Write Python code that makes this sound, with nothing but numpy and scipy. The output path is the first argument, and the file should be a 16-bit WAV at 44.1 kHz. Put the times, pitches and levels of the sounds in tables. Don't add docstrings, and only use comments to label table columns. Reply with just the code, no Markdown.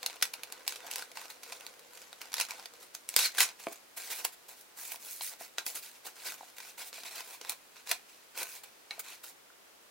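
import sys
import numpy as np
from scipy import signal
from scipy.fft import rfft, irfft
from scipy.io import wavfile

SR = 44100
rng = np.random.default_rng(int(sys.argv[2]) if len(sys.argv) > 2 else 0)


def dump(signal):
    limited = np.clip(np.atleast_2d(signal).T, -1, 1)
    pcm = np.round(limited * 32767).astype(np.int16)
    wavfile.write(sys.argv[1], SR, pcm)


N = 436590

# [f/Hz, level/dB]
FILM_COLOUR = [(30, -53), (100, -28), (200, -19.5), (450, -7.5), (900, -2.5), (2000, 1.5), (4000, -2),
               (7000, -2), (11000, -3), (16000, -7.5)]
# [f/Hz, level/dB]
PAPER_COLOUR = [(30, -50), (100, -26.5), (200, -21), (370, -7), (700, -3), (2000, -1.5), (4500, -6),
                (9000, -2), (15500, -2.5)]
# [f/Hz, likeness/0-1]
NEAR_LIKENESS = [(200, 0.78), (1200, 0.73), (2500, 0.81), (4500, 0.81), (8000, 0.15), (14000, 0.33)]
BAG_DOWN_S = 3.85
REST_S = 9.33
BODY_HZ, SIZZLE_HZ = 1300, 6000
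CUT_HZ = 16080


def amp(db):
    return 10 ** (np.asarray(db) / 20)


def unit(x):
    return x / np.sqrt(np.mean(x ** 2) + 1e-20)


def read(points, hz):
    f, value = np.transpose(points)
    return np.interp(np.log(hz + 1), np.log(f + 1), value)


def add(mix, s, sound):
    part = mix[..., max(round(s * SR), 0):][..., :sound.shape[-1]]
    part += sound[..., :part.shape[-1]]


def pair(likeness, size):
    hz = np.fft.rfftfreq(size, 1 / SR)
    left, other = rfft(rng.standard_normal((2, size)))
    same = np.clip(read(likeness, hz), -1, 1)
    right = same * left + np.sqrt(1 - same ** 2) * other
    return hz, np.array([left, right])


def registers(colour, hz):
    above_body = 1 / (1 + (BODY_HZ / (hz + 1)) ** 6)
    above_crackle = 1 / (1 + (SIZZLE_HZ / (hz + 1)) ** 6)
    shares = [1 - above_body, above_body - above_crackle, above_crackle]
    return [unit(amp(read(colour, hz)) * np.sqrt(abs(share))) for share in shares]


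def causal(gain):
    log_gain = np.log(np.maximum(gain, 1e-5))
    circle = np.concatenate([log_gain, log_gain[-2:0:-1]])
    return np.exp(np.conj(signal.hilbert(circle)))[:len(gain)]


def effort():
    # [start/s, length/s, level/dB, swell from start to end/dB, body/dB, sizzle/dB]
    strokes = [ (0, 2.85, -68, -6, 2.5, -8), (0.028, 0.14, -57, -4, -0.5, -8),
               (0.228, 0.013, -42, -3.5, -5, 4), (0.337, 0.17, -64.5, -5, 4, -8),
               (0.525, 0.12, -62.5, -18, 3.5, -10), (0.683, 0.088, -51, -6, -7, 1),
               (0.79, 0.096, -57.5, 4, 5.5, -5), (0.91, 0.11, -48.5, -1, -5, -0.5),
               (1.158, 0.093, -53.5, 0, 1.5, 0.5), (1.3, 0.025, -58.5, -7, 2.5, 6),
               (1.435, 0.13, -55.5, 2, -2.5, 0), (1.6, 0.1, -59, -3, 0, -1),
               (1.935, 0.11, -61.5, -1, -7, 2.5), (2.21, 0.074, -57.5, -6, 1.5, -3),
               (2.349, 0.068, -42.5, 12.5, -10.5, -3.5), (2.49, 0.15, -54.5, -8, 0.5, -3),
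               (2.8, 0.03, -63, 11, -1, 8), (2.95, 0.013, -55.5, -8, -2, 5), (3.09, .07, -56, -1, -14, 4),
               (3.174, 0.084, -31.5, 0, -17.5, -2.5), (3.343, .035, -48.5, 8.5, -3, -1),
               (3.403, 0.024, -27.5, -2, -13, 0), (3.455, 0.047, -52.5, -4, -1.5, -14),
               (3.598, 0.16, -59, -6, -4.5, 3.5), (3.98, 0.15, -49, -1, -4, 2),
               (4.11, 0.023, -42.5, -7, -1, -2), (4.15, 0.024, -49.5, 3, -6, 7),
               (4.19, 0.011, -43.5, -2, 0.5, 1.5), (4.251, 0.012, -41.5, -11, -2.5, 1),
               (4.49, 0.037, -59.5, -1, 6, 7), (4.57, 0.043, -67, 4, -12, 11),
               (4.774, .165, -53.5, 1.5, -3.5, 9), (5, .1, -57.5, 8, -3, 9.5),
               (5.11, 0.12, -59, -8, -19, 13.5), (5.222, 0.072, -47.5, -5, -30, 9.5),
               (5.315, 0.012, -52.5, 1, 3, 2), (5.403, 0.048, -52.5, -2.5, 2, 5),
               (5.587, 0.022, -48, -8, 2.5, -6), (5.665, 0.074, -51, -14, -2, 8.5),
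               (5.757, 0.02, -47.5, -3, 1.5, 9), (5.827, 0.071, -53.5, -7.5, -13, 3),
               (5.93, 0.046, -62.5, 1, -1, 3), (6.052, .022, -50.5, 1.5, 6, 3.5),
               (6.16, .08, -53.5, 5, -0.5, -0.5), (6.249, 0.022, -43.5, 10.5, -3, 0.5),
               (6.295, 0.048, -52.5, -2, 0, 4.5), (6.38, 0.12, -60, -2, 0, -2), (6.57, 0.13, -56, 2, -4, 2),
               (6.784, 0.043, -47.5, 0.5, -1.5, 1.5), (6.939, 0.069, -50, -2, -6.5, -3),
               (7.054, 0.032, -48, -7, 0.5, 0), (7.11, 0.094, -48.5, 6, 0.5, 0),
               (7.24, 0.11, -57, 5.5, 4, 5), (7.415, 0.098, -54.5, 12, 1, -3),
               (7.5, 0.014, -47, -10, -14, 8), (7.76, .04, -56.5, -3, -6, -14),
               (7.866, 0.053, -45, 13, -3.5, -2), (8.09, 0.12, -65.5, -14, -19, -4),
               (8.352, .02, -54, -3, 8.5, -4), (8.377, 0.045, -44, 1.5, 4, 4.5),
               (8.45, 0.12, -55, 4, -5, 6), (8.64, 0.047, -63, -12, 1, -6),
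               (8.912, 0.078, -58.5, -7, 4, -6), (9.043, 0.097, -51.5, 1.5, -5, -3.5),
               (9.243, 0.048, -55.5, 1, -4, 4)]
    # [crackle/dB, body/dB, sizzle/dB]
    holding_db = (-71, -83, -68.5)
    attack_db_per_s, release_db_per_s = 1495, 400
    t = np.arange(0, N / SR, .001)
    power = np.outer(amp(holding_db) ** 2, t < REST_S) + 1e-12
    for start, length, db, swell_db, body_db, sizzle_db in strokes:
        progress = np.clip((t - start) / length, 0, 1)
        rise_db = attack_db_per_s * np.maximum(start - t, 0)
        fall_db = release_db_per_s * np.maximum(t - start - length, 0)
        level = amp(db + swell_db * (progress - .5) - np.minimum(rise_db + fall_db, 100))
        power += np.outer(amp([0, body_db, sizzle_db]), level) ** 2
    return [np.interp(np.arange(N) / SR, t, 10 * np.log10(p)) for p in power]


def small_snaps(effort_db, span, over_db, top_db, count):
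    rows = []
    for s in rng.uniform(*span, count):
        strength, colour, stretch = rng.standard_normal(3)
        db = min(effort_db[int(s * SR)] + over_db, top_db) + 2 * strength
        sizzle_db = -6 + 4 * colour
        length = 0.0021 * np.exp(.5 * stretch)
        rows.append((s, db, sizzle_db, length))
    return rows


def facets(hz, depth_db=2.2, count=40):
    knots = np.linspace(np.log(300), np.log(CUT_HZ), count)
    return amp(depth_db * np.interp(np.log(hz + 1), knots, rng.standard_normal(count)))


def snaps(effort_db, size=2048):
    # [t/s, level before trim/dB, sizzle/dB, length/s]
    clear_snaps = [(0.0298, -35, -6, 0.0026), (0.0619, -26.5, -0.5, 0.0014), (0.099, -41, -7, 0.00035),
                   (0.167, -50, -14, 0.00046), (0.2125, -42, -14, 0.0027), (0.2243, -20.5, 1, 0.0059),
                   (0.3355, -43, 4.5, 0.0039), (0.3386, -36.5, -0.5, 0.00024),
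                   (0.4344, -36.5, -0.5, 0.0003), (0.5238, -39, .5, .0005), (0.6657, -45, -2, .003),
                   (0.672, -52, 1, 0.003), (0.6782, -31.5, 7.5, 0.0017), (0.706, -46, -11, .0006),
                   (0.7228, -38, -3.5, 0.0031), (0.7582, -40, -5, 0.005), (0.866, -46, 5, 0.0076),
                   (0.9132, -36, 3.5, 0.00056), (0.9366, -40, 1, 0.00072), (0.9586, -32, -2, 0.00059),
                   (0.9826, -40, 3.5, 0.00079), (1.0231, -40, -7, .001), (1.1158, -48.5, -4, 0.0028),
                   (1.1715, -37, -10, 0.0029), (1.3013, -42, -3, 0.012), (1.4321, -44.5, 2.5, 0.0077),
                   (1.5222, -36, -4.5, 0.012), (1.6656, -40.5, -1, 0.001), (1.7935, -54, 3.5, 0.0026),
                   (1.9768, -52, 0, .003), (2.129, -42.5, -5, 0.0011), (2.2151, -38.5, -1.5, 0.0038),
                   (2.3195, -45, -3, 0.0024), (2.3298, -40, -3, 0.0034), (2.341, -29, 0.5, 0.00098),
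                   (2.3818, -33, -11, 0.0023), (2.3994, -27, 1, 0.0031), (2.4101, -25, -2, .0055),
                   (2.5076, -34.5, -3.5, 0.0019), (2.5969, -45, -6, 0.00058), (2.657, -38.5, -8, 0.0038),
                   (2.7373, -52.5, 1, 0.00038), (2.9504, -38.5, -6, 0.0013), (3.0899, -39, 9.5, 0.0011),
                   (3.1407, -38, -4, .0012), (3.1637, -17.5, 1.5, 0.0013), (3.1895, -25, 3.5, 0.0086),
                   (3.383, -22.5, -2, 0.015), (3.4044, -19.5, 2.5, 0.0067), (3.4157, -29, 3, 0.0017),
                   (4.2493, -28.5, 5.5, 0.0024), (4.9185, -37.5, 6.5, 0.0053), (4.9585, -44, -1, .0014),
                   (5.2093, -37.5, -14, 0.0057), (5.5829, -25.5, -16, 0.0017), (5.6643, -36, 6, 0.0013),
                   (5.7517, -43.5, 7.5, .0096), (6.066, -40.5, 2, 0.011), (6.5832, -43, 0, 0.0019),
                   (6.6021, -41, -14, 0.0029), (6.9293, -41.5, -15, 0.00054), (7.0339, -41, -10, .005),
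                   (7.4125, -40, -7, 0.0045), (7.4484, -41, -15, 0.0011), (7.4952, -35.5, 8.5, 0.0011),
                   (7.8727, -41, -14, 0.0015), (7.8937, -42, 7, 0.0018), (7.9138, -22, -1, 0.0046),
                   (8.4298, -35, 3.5, 0.0044), (8.6354, -43.5, 2.5, 0.011), (8.9933, -36, 7.5, 0.014)]
    film_creases = small_snaps(effort_db, (0, BAG_DOWN_S), over_db=3, top_db=-51, count=40)
    paper_creases = small_snaps(effort_db, (BAG_DOWN_S, REST_S), over_db=-0.5, top_db=-52.5, count=25)
    trim_db, flutter_share, flutter_s = -0.5, .4, .005
    out, t = np.zeros((2, N)), np.arange(size) / SR
    for s, db, sizzle_db, length in clear_snaps + film_creases + paper_creases:
        body_db = -5.5 - 0.4 * max(db + 40, -10)
        colour, rise_s = (FILM_COLOUR, .0003) if s < BAG_DOWN_S else (PAPER_COLOUR, 0.000857)
        after = np.maximum(t - 2 * rise_s, 0)
        rise = 1 - np.exp(-(t / rise_s) ** 2)
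        fall = np.exp(-(after / length) ** 2) + flutter_share * np.exp(-after / flutter_s)
        hz, noise = pair(NEAR_LIKENESS, size)
        body, crackle, sizzle = registers(colour, hz)
        gain = np.sqrt((amp(body_db) * body) ** 2 + crackle ** 2 + (amp(sizzle_db) * sizzle) ** 2)
        burst = irfft(rfft(irfft(noise) * rise * fall) * causal(gain * facets(hz)))
        strength = amp(db + trim_db) * np.sqrt(np.mean(gain ** 2) * .005 * SR / size)
        add(out, s - rise_s, strength * unit(burst))
    return out


def catches(per_s, spread_db, decay_s=.001):
    sizes = amp(spread_db * np.minimum(rng.exponential(1, N), 4)) * (rng.random(N) < per_s / SR)
    power = signal.lfilter([1], [1, -np.exp(-1 / (decay_s * SR))], sizes ** 2)
    return unit(np.sqrt(power))


def flex(x, depth_db=2.5, size=512):
    z = signal.stft(x, nperseg=size)[2]
    blur = np.outer(np.hanning(7), np.hanning(7))
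    patches = unit(signal.oaconvolve(rng.standard_normal(z.shape[1:]), blur, "same"))
    return unit(signal.istft(z * amp(depth_db * patches), nperseg=size)[1][:, :N])


def sliding(levels, colour, grain, smooth_share, low_db):
    db, body_db, sizzle_db = levels
    hz, noise = pair(NEAR_LIKENESS, N)
    smooth = np.clip(smooth_share + np.interp(db, [-45, -33], [0, .4]), 0, .95)
    drive = rfft(flex(irfft(noise, N)) * np.sqrt(smooth + (1 - smooth) * grain ** 2))
    body, crackle, sizzle = (irfft(drive * gain, N) for gain in registers(colour, hz))
    return amp(body_db + low_db) * body + amp(db) * crackle + amp(sizzle_db) * sizzle


def rustle(levels):
    # [f/Hz, width/Hz, level/dB]
    rasp_modes = [(2460, 530, -5), (4100, 330, -13)]
    # [start/s, end/s]
    rub_span = (6.55, 9.2)
    t = np.arange(N) / SR
    crinkle = catches(per_s=380, spread_db=4.8)
    fibres = catches(per_s=800, spread_db=3.9)
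    film = sliding(levels, FILM_COLOUR, crinkle, smooth_share=0.46, low_db=1.5)
    paper = sliding(levels, PAPER_COLOUR, fibres, smooth_share=0.54, low_db=-4.5)
    rasp = np.zeros((2, N))
    for hz, width, db in rasp_modes:
        rasp += amp(db) * signal.lfilter(*signal.iirpeak(hz, hz / width, SR), paper)
    rubbing = (t > rub_span[0]) & (t < rub_span[1])
    return np.where(t < BAG_DOWN_S, film, paper + rubbing * rasp)


def ticks(effort_db, per_s=110, spread_db=2.0, cycles=1.4, count=30):
    force = amp(np.minimum(effort_db, -45) + 4)
    out, t = np.zeros((2, N)), np.arange(1024) / SR
    for hz in np.geomspace(1400, 7500, count):
        sizes = amp(spread_db * np.minimum(rng.exponential(1, N), 3))
        flips = sizes * (rng.random(N) < per_s / count / SR)
        age = t * hz / cycles
        tick = np.sin(2 * np.pi * hz * t) * np.e * age * np.exp(-age)
        sides = amp(2 * rng.standard_normal(2))
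        out += np.outer(sides, signal.oaconvolve(flips * force, tick)[:N])
    return out


def hiss_swells(size=4096):
    # [t at the middle/s, level/dB, length/s]
    swells = [(3.729, -41, 0.007), (3.978, -35.5, 0.01), (4.122, -35.5, 0.017), (4.334, -48, 0.013),
              (4.491, -45.5, 0.0079), (4.794, -55, 0.012), (5.1, -48, 0.0042), (6.796, -46, .0075),
              (6.876, -43.5, 0.024), (7.158, -39.5, 0.0036), (8.379, -43, 0.018), (9.242, -41.5, 0.008)]
    out, t = np.zeros((2, N)), (np.arange(size) - size // 2) / SR
    for s, db, length in swells:
        hz, noise = pair(NEAR_LIKENESS, size)
        hiss = unit(irfft(noise * amp(read(PAPER_COLOUR, hz))))
        add(out, s + t[0], amp(db) * hiss * np.exp(-(t / length) ** 2))
    return out


def knocks(blows, modes, trim_db, contact_s):
    out, t = np.zeros((2, N)), np.arange(SR // 3) / SR
    ring = np.zeros(len(t))
    for hz, db, t60 in modes:
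        ring += amp(db) * np.exp(-np.log(1000) * t / t60) * np.cos(2 * np.pi * hz * t)
    no_bass = signal.butter(2, 230, "high", fs=SR, output="sos")
    ring = signal.sosfilt(no_bass, ring * (1 - np.exp(-t / contact_s)))
    for s, db in blows:
        add(out, s, amp(db + trim_db) * ring)
    return out


def taps(t60=0.021, overtone=1.86, overtone_db=-12):
    # [t/s, level before trim/dB, f/Hz]
    grips = [(0.226, -19.5, 1500), (1.024, -32.5, 1470), (1.172, -35.5, 910), (2.4, -26, 950),
             (3.384, -18, 1595), (4.12, -44, 860), (4.25, -29, 920), (4.944, -37.5, 937),
             (5.209, -36.5, 940), (5.41, -34, 700), (6.321, -34.5, 1460), (6.409, -34, 866),
             (6.431, -37.5, 750), (6.981, -41.5, 670), (7.916, -31, 715), (8.98, -39, 665),
             (9.24, -43, 1350), (9.502, -47, 1440)]
    out = np.zeros((2, N))
    for s, db, hz in grips:
        modes = [(hz, 0, t60), (hz * overtone, overtone_db, t60 / 2)]
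        out += knocks([(s, db)], modes, trim_db=-0.5, contact_s=0.00029)
    return out


def metal_pings():
    # [f/Hz, level/dB, t60/s]
    sheet_modes = [(800, -12, .06), (1230, -11, 0.036), (1884, -2, .04), (2230, 4, 0.042),
                   (2770, -7.5, .05), (3260, -4, 0.03), (4000, 8, 0.016), (4100, 7, 0.016),
                   (4900, 5, 0.013), (6207, -5, .015), (9100, -1, 0.0065)]
    # [t/s, level before trim/dB]
    clicks = [(5.2087, -43), (8.9084, -35)]
    return knocks(clicks, sheet_modes, trim_db=-2.5, contact_s=0.00026)


def desk_bumps():
    # [f/Hz, level/dB, t60/s]
    desk_modes = [(251, -17, 0.042), (335, -3, 0.037), (405, -2.5, 0.05), (553, 2.5, 0.028),
                  (654, 2.5, 0.044), (840, -3.5, 0.02), (1050, -1, 0.017), (1470, -8, 0.014),
                  (2300, 4, 0.011)]
    # [t/s, level before trim/dB]
    hits = [(3.6693, -33.5), (3.684, -49), (3.717, -51)]
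    return knocks(hits, desk_modes, trim_db=3, contact_s=0.00018)


def drag(centre_hz=490, width_hz=100, trim_db=-5.0):
    # [t/s, level before trim/dB]
    murmur = [(0, -64), (.5, -64), (.9, -59), (1.3, -92), (1.5, -57.5), (1.9, -63.5), (2.3, -75),
              (2.65, -81), (2.77, -60), (2.95, -80), (3.2, -69)]
    hz, noise = pair(NEAR_LIKENESS, N)
    hollow = unit(irfft(noise / (1 + ((hz - centre_hz) / width_hz) ** 2), N))
    s, db = np.transpose(murmur)
    return hollow * np.interp(np.arange(N) / SR, s, amp(db + trim_db), right=0)


def desk_echo(x, size=2048):
    # [f/Hz, level/dB]
    mirror_colour = [(380, -4.5), (500, -2.5), (600, -6), (700, -2.5), (950, -2.5), (1220, -9), (1530, -3),
                     (1760, -8.5), (1900, -4), (2100, -5), (2400, -1), (3000, -4), (4100, 1), (5300, -1)]
    # [f/Hz, level/dB]
    balance = [(250, 2.5), (1000, -1), (4000, -0.5), (8000, -0.2), (14000, -2)]
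    hz = np.fft.rfftfreq(size, 1 / SR)
    sides = []
    for side in (.5, -.5):
        colour_db = read(mirror_colour, hz) + side * read(balance, hz)
        sides.append(irfft(causal(amp(colour_db))))
    return signal.oaconvolve(x, np.array(sides), axes=1)[:, :N]


def room(x, wet_db=-10.0, early_db=5, early_s=0.0062, size=16384):
    # [f/Hz, likeness/0-1]
    tail_likeness = [(200, 0.16), (1200, 0.083), (2500, 0.24), (8000, 0.092)]
    # [f/Hz, t60/s]
    tail_t60 = [(200, 0.17), (1000, 0.23), (4000, 0.19), (14000, 0.13)]
    noise = irfft(pair(tail_likeness, size)[1])
    hz, t, z = signal.stft(noise, SR, nperseg=256)
    decay = np.exp(-np.log(1000) * t / read(tail_t60, hz)[:, None])
    tail = signal.istft(z * decay, SR, nperseg=256)[1]
    t = np.arange(tail.shape[1]) / SR
    tail = tail * (t > .004) * (1 + amp(early_db) * np.exp(-t / early_s))
    return amp(wet_db) * signal.fftconvolve(x, tail / np.linalg.norm(tail[0]), axes=1)[:, :N]


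def floor(level_db=-58.3):
    # [f/Hz, level/dB]
    hiss_colour = [(15, -56), (25, -15.5), (114, -16), (145, -13), (166, -11), (277, -5.5), (470, -2),
                   (936, -4.5), (1600, -5.5), (16000, -15.5)]
    # [f/Hz, likeness/0-1]
    hiss_likeness = [(40, 0), (200, 0), (600, 0), (2000, 0), (8000, 0)]
    hz, noise = pair(hiss_likeness, N)
    return amp(level_db) * unit(irfft(noise * amp(read(hiss_colour, hz)), N))


def scene():
    levels = effort()
    effort_db = levels[0]
    sheets = desk_echo(snaps(effort_db) + rustle(levels) + ticks(effort_db) + hiss_swells())
    blows = taps() + metal_pings() + desk_bumps()
    near = sheets + blows + drag()
    return near + room(near) + floor()


def record(dry):
    low_pass = signal.firwin(511, CUT_HZ, window=("kaiser", 9), fs=SR)
    return signal.oaconvolve(dry, low_pass[None], "same")


dry = scene()
out = record(dry)
dump(out)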